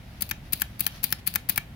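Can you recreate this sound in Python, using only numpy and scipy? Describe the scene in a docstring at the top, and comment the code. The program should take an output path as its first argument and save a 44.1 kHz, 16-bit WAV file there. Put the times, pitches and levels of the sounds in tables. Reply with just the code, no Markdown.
"""At a wooden desk in a small room, a finger presses and releases a loose plastic spacebar six times.
Each stroke starts with ticks of the slack wire that steadies the bar. Then the switch snaps and the bar
hits its stop: bright on the way down, hollower on the way up. The case thuds on the desk, the squeezed
spring buzzes and the fingertip rubs the plastic. The room echoes briefly over a low rumble and hum."""
import sys
import numpy as np
from scipy import signal
from scipy.fft import rfft, irfft
from scipy.io import wavfile

SR = 44100
rng = np.random.default_rng(int(sys.argv[2]) if len(sys.argv) > 2 else 0)


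def inscribe(sig):
    """Save sig as 16-bit PCM at rate SR to the path in sys.argv[1].

    A 1-D sig is mono; a 2-D sig holds one channel per row.
    Samples are clipped to [-1, 1] before scaling.
    """
    pcm = np.round(np.clip(np.atleast_2d(sig).T, -1, 1) * 32767)
    wavfile.write(sys.argv[1], SR, pcm.astype(np.int16))


N = 77175
T = np.arange(N) / SR
HIT_T = T[:SR // 8]  # the time span of one hit, in seconds

# Levels are relative. fade_s is the time to fall by 60 dB; pan_db is how much louder the left side is.
# the tone of the switch's noisy snap: pitch_hz, level_db
SNAP_COLOUR = [(6000, -26.5), (8800, -19), (10000, -8), (13000, -8.5), (14500, -12), (15600, 1),
               (16500, -36)]
SNAP_DB, SNAP_FADE_S, SNAP_PAN_DB = -10.5, 0.016, 14


def from_db(db):
    """Turn decibels into a number to multiply by."""
    return 10 ** (np.asarray(db) / 20)


def at_hz(points, n):
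    """Read a table at every frequency of a sound n samples long."""
    hz, value = np.transpose(points)
    return np.interp(np.log(np.arange(n // 2 + 1) * SR / n + 1), np.log(hz), value)


def pan(db):
    """Left and right gains; the left keeps its level."""
    return np.array([[1], [from_db(-db)]])


def add(out, start_s, sound):
    """Mix a sound in at its start time."""
    i = int(start_s * SR)
    out[:, i:i + sound.shape[1]] += sound[:, :N - i]


def noise(colour, n, likeness=0):
    """Stereo noise of strength 1, shaped by a tone table; likeness 1 makes both sides the same."""
    mid, side = np.exp(2j * np.pi * rng.random((2, n // 2 + 1)))
    both = np.sqrt(1 + likeness) * mid + np.sqrt(1 - likeness) * side * [[1], [-1]]
    x = irfft(both * from_db(at_hz(colour, n)), n)
    return x / x.std()


def flutter(n, depth_db, rate_hz):
    """A level that wavers quickly at random, making a sound rough."""
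    return from_db(depth_db * np.interp(T[:n] * rate_hz, np.arange(n), rng.standard_normal(n)))


def ring(tones, damping=1):
    """A struck part rings with its own tones, a little different each time; damping shortens them."""
    out = 0
    for k, (pitch_hz, fade_s, level_db, pan_db) in enumerate(tones):
        stray_db, detune = rng.standard_normal(2)
        wave = np.sin(2 * np.pi * pitch_hz * (1 + 0.003 * detune) * HIT_T)
        fade = from_db(level_db + stray_db - 60 * damping * HIT_T / fade_s)
        out = out + (-1) ** k * pan(pan_db) * wave * fade  # every other tone starts flipped
    return out


def burst(colour, level_db, fade_s, pan_db, rise_s=0.00045):
    """Many close tones blur into noise and die away together."""
    shape = (1 - np.exp(-HIT_T / rise_s)) * from_db(level_db - 60 * HIT_T / fade_s)
    return pan(pan_db) * shape * noise(colour, len(HIT_T))


def background():
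    """Low room rumble with a little hiss and an electric hum."""
    # the tone of the rumble and hiss: pitch_hz, level_db
    air_colour = [(22, -40), (30, -16), (38, 7), (48, -3.5), (80, 1), (130, -0.5), (220, -6), (310, -14),
                  (430, -22), (700, -16.5), (1070, -24), (2100, -22), (3700, -28), (7700, -40.5),
                  (13200, -36.5), (16000, -41.5)]
    # how alike left and right are: pitch_hz, likeness (0 to 1)
    likeness = [(60, 0.97), (150, .97), (350, 0.9), (700, 0.42), (2000, 0.067), (10000, .05)]
    # the tones of the hum: pitch_hz, level_db
    hum_tones = [(61, -52), (114, -54.5)]
    air = from_db(-44.5) * noise(air_colour, N, at_hz(likeness, N))
    hum = sum(from_db(db) * np.sin(2 * np.pi * (hz * T + rng.random())) for hz, db in hum_tones)
    return air + np.sqrt(2) * hum


def room(sound, build_s=0.012, room_fade_s=0.22, desk_fade_s=0.078):
    """Sound bounces quickly off the desk and case, then dies away in the small room."""
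    # the tone of the echo: pitch_hz, level_db
    echo_colour = [(150, -25), (700, -12), (1700, -20.5), (2800, -14), (4200, -14), (7000, -17),
                   (10500, -27), (15000, -30.5)]
    fade = from_db(-60 * T / room_fade_s) + from_db(-9 - 60 * T / desk_fade_s)
    shape = (1 - np.exp(-T / build_s)) * fade
    bounces = irfft(rfft(rng.standard_normal((2, N))) * from_db(at_hz(echo_colour, N)), N)
    echo = bounces * shape / np.sqrt(np.sum(shape ** 2))
    return pan(1.5) * signal.fftconvolve(sound[:1], echo, axes=1)[:, :N]


def finger():
    """Skin sticks and slips on the plastic in soft swells."""
    # each slide of the fingertip: middle_s, half_length_s, level_db
    rubs = [(0.166, 0.11, -60), (0.467, 0.017, -55.5), (0.733, 0.059, -59.5), (0.957, 0.047, -48.5),
            (1.194, 0.0075, -49)]
    # the tone of the rubbing: pitch_hz, level_db
    rub_colour = [(600, -6), (1700, 3), (3500, 2), (5600, 0.5), (6500, -6), (8000, -16), (10500, -4.5),
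                  (15500, -9.5), (16300, -28)]
    swell = sum(from_db(db) * np.exp(-0.5 * ((T - middle) / half) ** 2) for middle, half, db in rubs)
    return pan(0.5) * swell * flutter(N, depth_db=2, rate_hz=309) * noise(rub_colour, N)


def spring(snap_db):
    """The squeezed spring buzzes after a press, louder after a harder snap."""
    # the tone of the buzz: pitch_hz, level_db
    buzz_colour = [(1500, -15), (2800, 0.5), (4500, 2.5), (6000, -11.5), (9000, -14.5), (10200, 0),
                   (12800, 0), (15500, 1), (16300, -27)]
    buzz = burst(buzz_colour, snap_db - 37, fade_s=0.26, pan_db=3)
    return buzz * flutter(len(HIT_T), depth_db=3.5, rate_hz=403)


def switch(damping):
    """The switch snaps: very high tones and a sharp burst of noise."""
    # the switch rings: pitch_hz, fade_s, level_db, pan_db
    tones = [(8240, .022, -29, 31), (10090, 0.018, -16.5, 44), (11200, 0.027, -20.5, 31),
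             (11630, 0.02, -16, 27), (12650, 0.019, -14.5, 28), (13870, 0.01, -22.5, -5.5),
             (14080, 0.011, -7.5, 18), (14660, 0.017, -10.5, 30), (14700, 0.008, -18, 20)]
    return ring(tones, damping) + burst(SNAP_COLOUR, SNAP_DB, SNAP_FADE_S / damping, SNAP_PAN_DB)


def wire(going_up, damping):
    """The slack wire that steadies the bar rings and clatters when jolted."""
    # the wire rings at the bottom or top stop: pitch_hz, fade_s, down_db, up_db, pan_db
    wire_tones = [(3160, 0.015, -41, -24, 22), (3840, 0.037, -46, -33, 36), (4307, 0.013, -32.5, -34.5, -8),
                  (4740, 0.051, -40.5, -62, -5), (5204, 0.02, -44, -36, -5),
                  (5894, 0.016, -42.5, -38.5, -11.5), (6080, 0.017, -55, -37.5, -9.5)]
    # the tone of the clatter: pitch_hz, level_db
    clatter_colour = [(1800, -13), (3000, -2), (4500, 2), (5600, -2.5), (7000, -3.5), (8500, -7.5),
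                      (11000, -22)]
    tones = [(hz, fade, up if going_up else down, side) for hz, fade, down, up, side in wire_tones]
    return ring(tones, damping) + burst(clatter_colour, -24, fade_s=0.022 / damping, pan_db=2)


def bar(going_up, damping):
    """The plastic bar knocks against a stop, louder and hollower at the top one."""
    # the bar rings at the bottom or top stop: pitch_hz, fade_s, down_db, up_db, pan_db
    bar_tones = [(855, 0.051, -52.5, -37.5, -2), (1087, 0.038, -49, -37, 2.5),
                 (1370, 0.039, -53, -25.5, 11), (1577, 0.019, -76, -19.5, 7), (1750, 0.037, -36, -19, 36),
                 (2104, 0.019, -36.5, -27, 33), (2448, 0.017, -26.5, -29.5, 5),
                 (2790, 0.027, -31.5, -45, 32)]
    # the tone of the knock: pitch_hz, level_db
    knock_colour = [(60, -24), (200, 0.5), (500, -16.5), (900, -10.5), (1700, 0.5), (2500, 2.5),
                    (3800, -25.5), (6000, -73)]
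    tones = [(hz, fade, up if going_up else down, side) for hz, fade, down, up, side in bar_tones]
    knock_db = -23 if going_up else -29
    return ring(tones, damping) + burst(knock_colour, knock_db, fade_s=0.044 / damping, pan_db=6)


def ping(hz, db, fade_s=0.03, pan_db=4, ratio=1.33):
    """Where the loose bar lands, one tone and its close neighbours stand out."""
    nearby = [(hz / ratio ** 2, -60), (hz / ratio, -20), (hz, 0),
              (hz * ratio, -20), (hz * ratio ** 2, -60)]
    return ring([(hz, fade_s, db, pan_db)]) + burst(nearby, db - 3.5, fade_s, pan_db)


def thud():
    """The keyboard's case thuds on the desk."""
    # the low tones of the thud: pitch_hz, fade_s, level_db, pan_db
    tones = [(125.7, 0.055, -36, -1), (192.6, 0.067, -35.5, -0.5), (307, 0.031, -40, -1)]
    return ring(tones)


def contact(snap_db, wire_db, bar_db, going_up, damping=1):
    """One hit makes two sounds: the snap of the switch and the clack of the bar with its wire."""
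    snap = from_db(snap_db) * switch(damping)
    clack = from_db(wire_db) * wire(going_up, damping) + from_db(bar_db) * bar(going_up, damping)
    return snap, clack


def tick(db, scrape_s=0.00056):
    """The loose parts touch lightly, scraping in with a softer start."""
    snap, clack = contact(db, wire_db=db + 4, bar_db=db + 4, going_up=False)
    return (snap + clack) * (1 - np.exp(-HIT_T / scrape_s))


def strokes(rows, travel_s, going_up, damping=1):
    """The switch snaps; a moment later the bar hits its stop, a loose part pings and the case thuds."""
    out = np.zeros((2, N))
    for start_s, snap_db, wire_db, bar_db, ping_hz, ping_db in rows:
        snap, clack = contact(snap_db, wire_db, bar_db, going_up, damping)
        stop_s = start_s + travel_s
        add(out, start_s, snap)
        add(out, stop_s, clack + ping(ping_hz, ping_db) + thud())
        if not going_up:  # the switch's stem strikes its floor: a second, softer snap
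            add(out, stop_s, burst(SNAP_COLOUR, SNAP_DB + snap_db - 5.5, SNAP_FADE_S, SNAP_PAN_DB))
    return out


def spacebar():
    """Six presses and releases, the light ticks around them and the buzz of the spring."""
    # the bar goes down: start_s, snap_db, wire_db, bar_db, ping_hz, ping_db
    presses = [(0.2207, -2, -1, -3, 4600, -51), (0.5314, 1, 1.5, -2, 3940, -44),
               (0.8056, 1, -5.5, -3.5, 2360, -32.5), (1.0399, 2.5, 0, -2, 4650, -28),
               (1.2735, 0.5, 0.5, -2, 4570, -30), (1.4951, 1.5, 2.5, 2.5, 3910, -37)]
    # the bar springs back: start_s, snap_db, wire_db, bar_db, ping_hz, ping_db
    releases = [(.3120, -11, 0, -2, 2428, -23), (.6184, 1, 3, -1, 3250, -34),
                (.8654, 0, 4, -3.5, 3970, -35), (1.1248, 0, 3.5, -1, 5220, -27.5),
                (1.3576, 0.5, 3.5, 1, 4250, -34.5), (1.5772, 1.5, 0, 2, 2264, -19)]
    # the loose bar and its wire tick: start_s, level_db
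    ticks = [(0.208, -16.5), (.2110, -14), (.2910, -18.5), (0.298, -19), (.3100, -11), (0.523, -14.5),
             (0.526, -12.5), (0.5978, -18), (0.607, -18), (0.611, -19), (0.6162, -20), (.7910, -30),
             (0.7944, -15), (.7963, -15), (.8440, -20), (.8540, -23), (0.8644, -12), (0.8748, -14.5),
             (1.0303, -15.5), (1.0338, -9), (1.104, -18.5), (1.1148, -20.5), (1.125, -13.5), (1.2628, -22),
             (1.267, -11), (1.2703, -13.5), (1.3388, -14), (1.35, -24), (1.3512, -13), (1.3565, -9),
             (1.4874, -17), (1.4896, -6.5), (1.517, -32), (1.5592, -11.5), (1.5698, -24), (1.5749, -11.5)]
    out = strokes(presses, travel_s=0.0023, going_up=False)
    out += strokes(releases, travel_s=0.0002, going_up=True, damping=1.196)
    for start_s, level_db in ticks:
        add(out, start_s, tick(level_db))
    for start_s, snap_db, *_ in presses:
        add(out, start_s, spring(snap_db))
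    return out


def scene():
    """The spacebar and the finger in their room."""
    clicks = spacebar()
    return clicks + room(clicks) + finger() + background()


def record(dry, low_cut_hz=34.4, high_cut_hz=16500):
    """The microphone loses the deepest bass, rounds off the peaks and cuts the highest treble."""
    bass_cut = signal.butter(4, low_cut_hz, "high", fs=SR, output="sos")
    treble_cut = signal.ellip(10, 0.1, 80, high_cut_hz, fs=SR, output="sos")
    rounded = np.tanh(signal.sosfilt(bass_cut, dry))
    return signal.sosfilt(treble_cut, rounded)


dry = scene()
out = record(dry)
inscribe(out)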